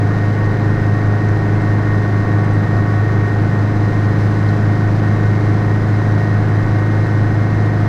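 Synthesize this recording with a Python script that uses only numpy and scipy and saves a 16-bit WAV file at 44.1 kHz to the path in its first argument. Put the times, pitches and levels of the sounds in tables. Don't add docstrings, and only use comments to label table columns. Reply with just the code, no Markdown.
import sys
import numpy as np
from scipy import signal
from scipy.fft import rfft, irfft
from scipy.io import wavfile

SR = 44100
rng = np.random.default_rng(int(sys.argv[2]) if len(sys.argv) > 2 else 0)


def persist_wave(psi):
    counts = np.round(np.clip(psi, -1, 1) * 32767).astype(np.int16)
    wavfile.write(sys.argv[1], SR, np.atleast_2d(counts).T)


N = 347508
TIME = np.arange(N) / SR
BINS = np.fft.rfftfreq(N, 1 / SR)

# t/s, engine cycles per second
ENGINE_SPEED = [(0.0, 26.134), (0.5, 26.161), (1.0, 26.191), (1.5, 26.142), (2.0, 26.118), (2.5, 26.148),
                (3.0, 26.166), (3.5, 26.192), (4.0, 26.209), (4.5, 26.234), (5.0, 26.248), (5.5, 26.306),
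                (6.0, 26.329), (6.5, 26.307), (7.0, 26.337), (7.5, 26.348), (7.88, 26.352)]
# multiple of the engine cycle rate, level/dB
UNEVEN_TONES = [(1, -38), (2, -43.5), (3, -55.5), (5, -27), (6, -26.5), (7, -33.5), (9, -36.5), (10, -40),
                (11, -34), (13, -38.5), (14, -40), (15, -37), (17, -44.5), (18, -40), (19, -55),
                (20, -41.5), (21, -42), (23, -43.5), (24, -44.5), (27, -37.5), (28, -48), (29, -48),
                (32, -48), (46, -47), (48, -48.5), (58, -45), (66, -49.5), (75, -52.5)]
FIRINGS = 4
THROB_S = 4.048


def gain_of(db):
    return 10 ** (np.asarray(db) / 20)


def curves(rows):
    s, *columns = np.transpose(rows)
    return [np.interp(TIME, s, column) for column in columns]


def read(points, hz):
    f, value = np.transpose(points)
    return np.interp(np.log(hz + 1), np.log(f + 1), value)


def drift(rate_hz, size=2048):
    f = np.arange(size // 2 + 1) * SR / N
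    slowing = (f > 0) / (1 + (f / rate_hz) ** 2)
    slow = irfft(rfft(rng.standard_normal(size)) * slowing)
    return np.interp(TIME, np.linspace(0, TIME[-1], size), slow / slow.std())


def noise(spectrum, bumps):
    db = read(spectrum, BINS)
    for f, width, bump_db in bumps:
        db = db + bump_db / (1 + (2 * (BINS - f) / width) ** 2)
    white = rfft(rng.standard_normal(N))
    return irfft(white * gain_of(db), N) * np.sqrt(SR / 2)


def tone(turns, db, unrest, rate_hz):
    angle = 2 * np.pi * turns
    sideways = unrest * drift(rate_hz) * np.sin(angle)
    steady = (1 + unrest * drift(rate_hz)) * np.cos(angle)
    return gain_of(db) * (sideways - steady) * np.sqrt(2 / (1 + 2 * unrest ** 2))


def placed(levels_db):
    # t/s, position (0 = ahead, 1 = right, 2 = lowered)
    path = [(3.25, 0), (3.65, 1), (6.1, 1), (6.7, 2)]
    position, = curves(path)
    return np.interp(position, np.arange(len(levels_db)), levels_db)


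def pulsing(cycles, firing, lope):
    angle = 2 * np.pi * cycles
    uneven = np.cos(angle) + np.cos((FIRINGS - 1) * angle)
    return 1 + firing * np.cos(FIRINGS * angle) + lope * uneven


def slipstream(cycles):
    # f/Hz, level/dB per Hz
    air = [(1000, -85), (2600, -80), (3300, -83), (4600, -84.5), (6300, -88), (7200, -93), (8200, -95),
           (8800, -101.5), (10500, -99.5), (11400, -104.5), (12700, -106), (13500, -103.5), (14700, -103.5),
           (15600, -108)]
    # f/Hz, width/Hz, boost/dB
    gaps = [(3980, 490, 5), (5010, 300, 3.5), (5950, 300, 2)]
    # ahead/dB, right/dB, lowered/dB
    airflow = (-.4, .3, 0)
    gust_s, gust_length_s, gust_db = 4.4, .35, 0.9
    gust = gust_db * np.exp(-((TIME - gust_s) / gust_length_s) ** 2)
    turbulence = 0.6 * drift(rate_hz=38)
    flow_db = placed(airflow) + gust + turbulence
    return noise(air, gaps) * gain_of(flow_db) * pulsing(cycles, firing=0.096, lope=0.029)


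def roar(cycles):
    # f/Hz, level/dB per Hz
    wall_noise = [(8, -71), (19, -66.5), (30, -50), (41, -56.5), (65, -49), (115, -47.5), (175, -48),
                  (230, -53), (300, -51), (420, -57), (900, -61), (1300, -66), (1800, -63), (2300, -74),
                  (3200, -115.5)]
    # f/Hz, width/Hz, boost or cut/dB
    cabin = [(564, 23, 2.5), (578, 42, -7.5), (684, 70, 2.5), (1440, 160, 3.5)]
    buffeting_db = .35 * drift(rate_hz=27)
    return noise(wall_noise, cabin) * gain_of(buffeting_db) * pulsing(cycles, firing=.19, lope=0.079)


def ticks():
    # middle t/s, f/Hz, level at the top of the swell/dB, half of the length/s
    tick_list = [(1.289, 6000, -31, .0004), (1.617, 8350, -52, .006), (2.079, 4970, -34, .0005),
                 (2.448, 8330, -53, .006), (2.538, 8330, -51, .007), (4.49, 4100, -30, 0.0017)]
    sound = np.zeros(N)
    for s, hz, db, half_length in tick_list:
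        near = abs(TIME - s) < half_length
        t = TIME[near] - s
        swell = np.cos(np.pi / 2 * t / half_length) ** 2
        sound[near] += gain_of(db) * swell * np.sin(2 * np.pi * hz * t)
    return sound


def gears(cycles):
    # multiple of the tooth rate, level/dB
    main_tones = [(1, -49.5), (2, -47), (4, -42.5), (7, -63), (11, -70)]
    # level ahead/dB, level right/dB, level lowered/dB
    whines = [(-39, -45, -43.5), (-35, -37.5, -37), (-51, -44, -46), (-47.5, -45, -45.5)]
    main_teeth, tail_teeth = 14.2264, 40.0925
    mesh, tail_mesh = main_teeth * cycles, tail_teeth * cycles
    third_db, fifth_db, tail_db, octave_db = (placed(levels) for levels in whines)

    main = tone(5 * mesh, fifth_db, unrest=.2, rate_hz=3.3)
    main += tone(3 * mesh, third_db, unrest=0.38, rate_hz=2.8)
    for k, db in main_tones:
        main += tone(round(k) * mesh + rng.random(), db, unrest=0.36, rate_hz=7.5)

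    tail = tone(tail_mesh, tail_db, unrest=0.25, rate_hz=5)
    tail += tone(2 * tail_mesh, octave_db, unrest=0.31, rate_hz=8.6)
    return main + tail


def rotors(cycles):
    # multiple of the blade rate, level/dB
    tail_tones = [(1, -29.5), (2, -30.5), (3, -33.5), (4, -60), (5, -45), (8, -55)]
    # multiple of the blade rate, level/dB
    main_tones = [(1, -35.5), (2, -40.5), (3, -53), (4, -45)]
    tail_blades, main_blades = 3.8183, .8712
    sound = np.zeros(N)
    for k, db in tail_tones:
        sound += tone(round(k) * tail_blades * cycles, db, unrest=0.13, rate_hz=2.0)
    for k, db in main_tones:
        sound += tone(round(k) * main_blades * cycles + rng.random(), db, unrest=0.25, rate_hz=2)
    return sound


def buzz(cycles, scatter_db=3.5, order=136, size=8192):
    # f/Hz, level of each/dB
    weak_levels = [(550, -49), (900, -56.5), (1100, -50.5), (1400, -60), (1800, -59.5), (2200, -67),
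                   (2700, -68), (3600, -82)]
    k = np.arange(order)
    mean_speed = np.mean(ENGINE_SPEED, 0)[1]
    db = read(weak_levels, k * mean_speed) + scatter_db * rng.standard_normal(order)
    weak = (k > 21) & ~np.isin(k, np.round(np.transpose(UNEVEN_TONES)[0]))
    phases = np.exp(2j * np.pi * rng.random(order))
    rasp = irfft(weak * gain_of(db) * phases, size) * size / np.sqrt(2)
    place = (cycles + .0012 * drift(rate_hz=4.4)) % 1
    return np.interp(place, np.arange(size) / size, rasp)


def engine(cycles):
    # multiple of the firing rate, slow wander/dB, level ahead/dB, level right/dB, level lowered/dB
    firing_tones = [(1, 0.2, -15, -14.5, -14.5), (2, 1, -32.5, -29.5, -32.5), (3, 0.74, -30, -30.5, -30),
                    (4, 1.0, -34.5, -36.5, -41)]
    firing_unrest, uneven_unrest = 0.012, 0.13
    strong_lag = .55

    partials = []
    for k, wander_db, *levels in firing_tones:
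        level_db = placed(levels) + wander_db * drift(rate_hz=0.96)
        partials.append((FIRINGS * round(k), level_db, firing_unrest * round(k)))
    for k, db in UNEVEN_TONES:
        partials.append((round(k), db, uneven_unrest))

    sound = np.zeros(N)
    for k, db, unrest in partials:
        offset = k - FIRINGS
        lag = strong_lag * offset + .025 * offset ** 2 * rng.uniform(-1, 1)
        sound += tone(k * cycles - lag, db, unrest, rate_hz=1.6)
    return sound


def scene():
    speed, = curves(ENGINE_SPEED)
    cycles = np.cumsum(speed) / SR
    cycles -= np.interp(THROB_S, TIME, cycles)
    background = slipstream(cycles) + roar(cycles) + ticks()
    machine = gears(cycles) + rotors(cycles) + buzz(cycles) + engine(cycles)
    return (background + machine)[None]


def record(dry):
    edge_hz = 15720
    low_pass = signal.firwin(801, edge_hz, window=("kaiser", 9), fs=SR)
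    return signal.oaconvolve(dry, low_pass[None], "same")


dry = scene()
out = record(dry)
persist_wave(out)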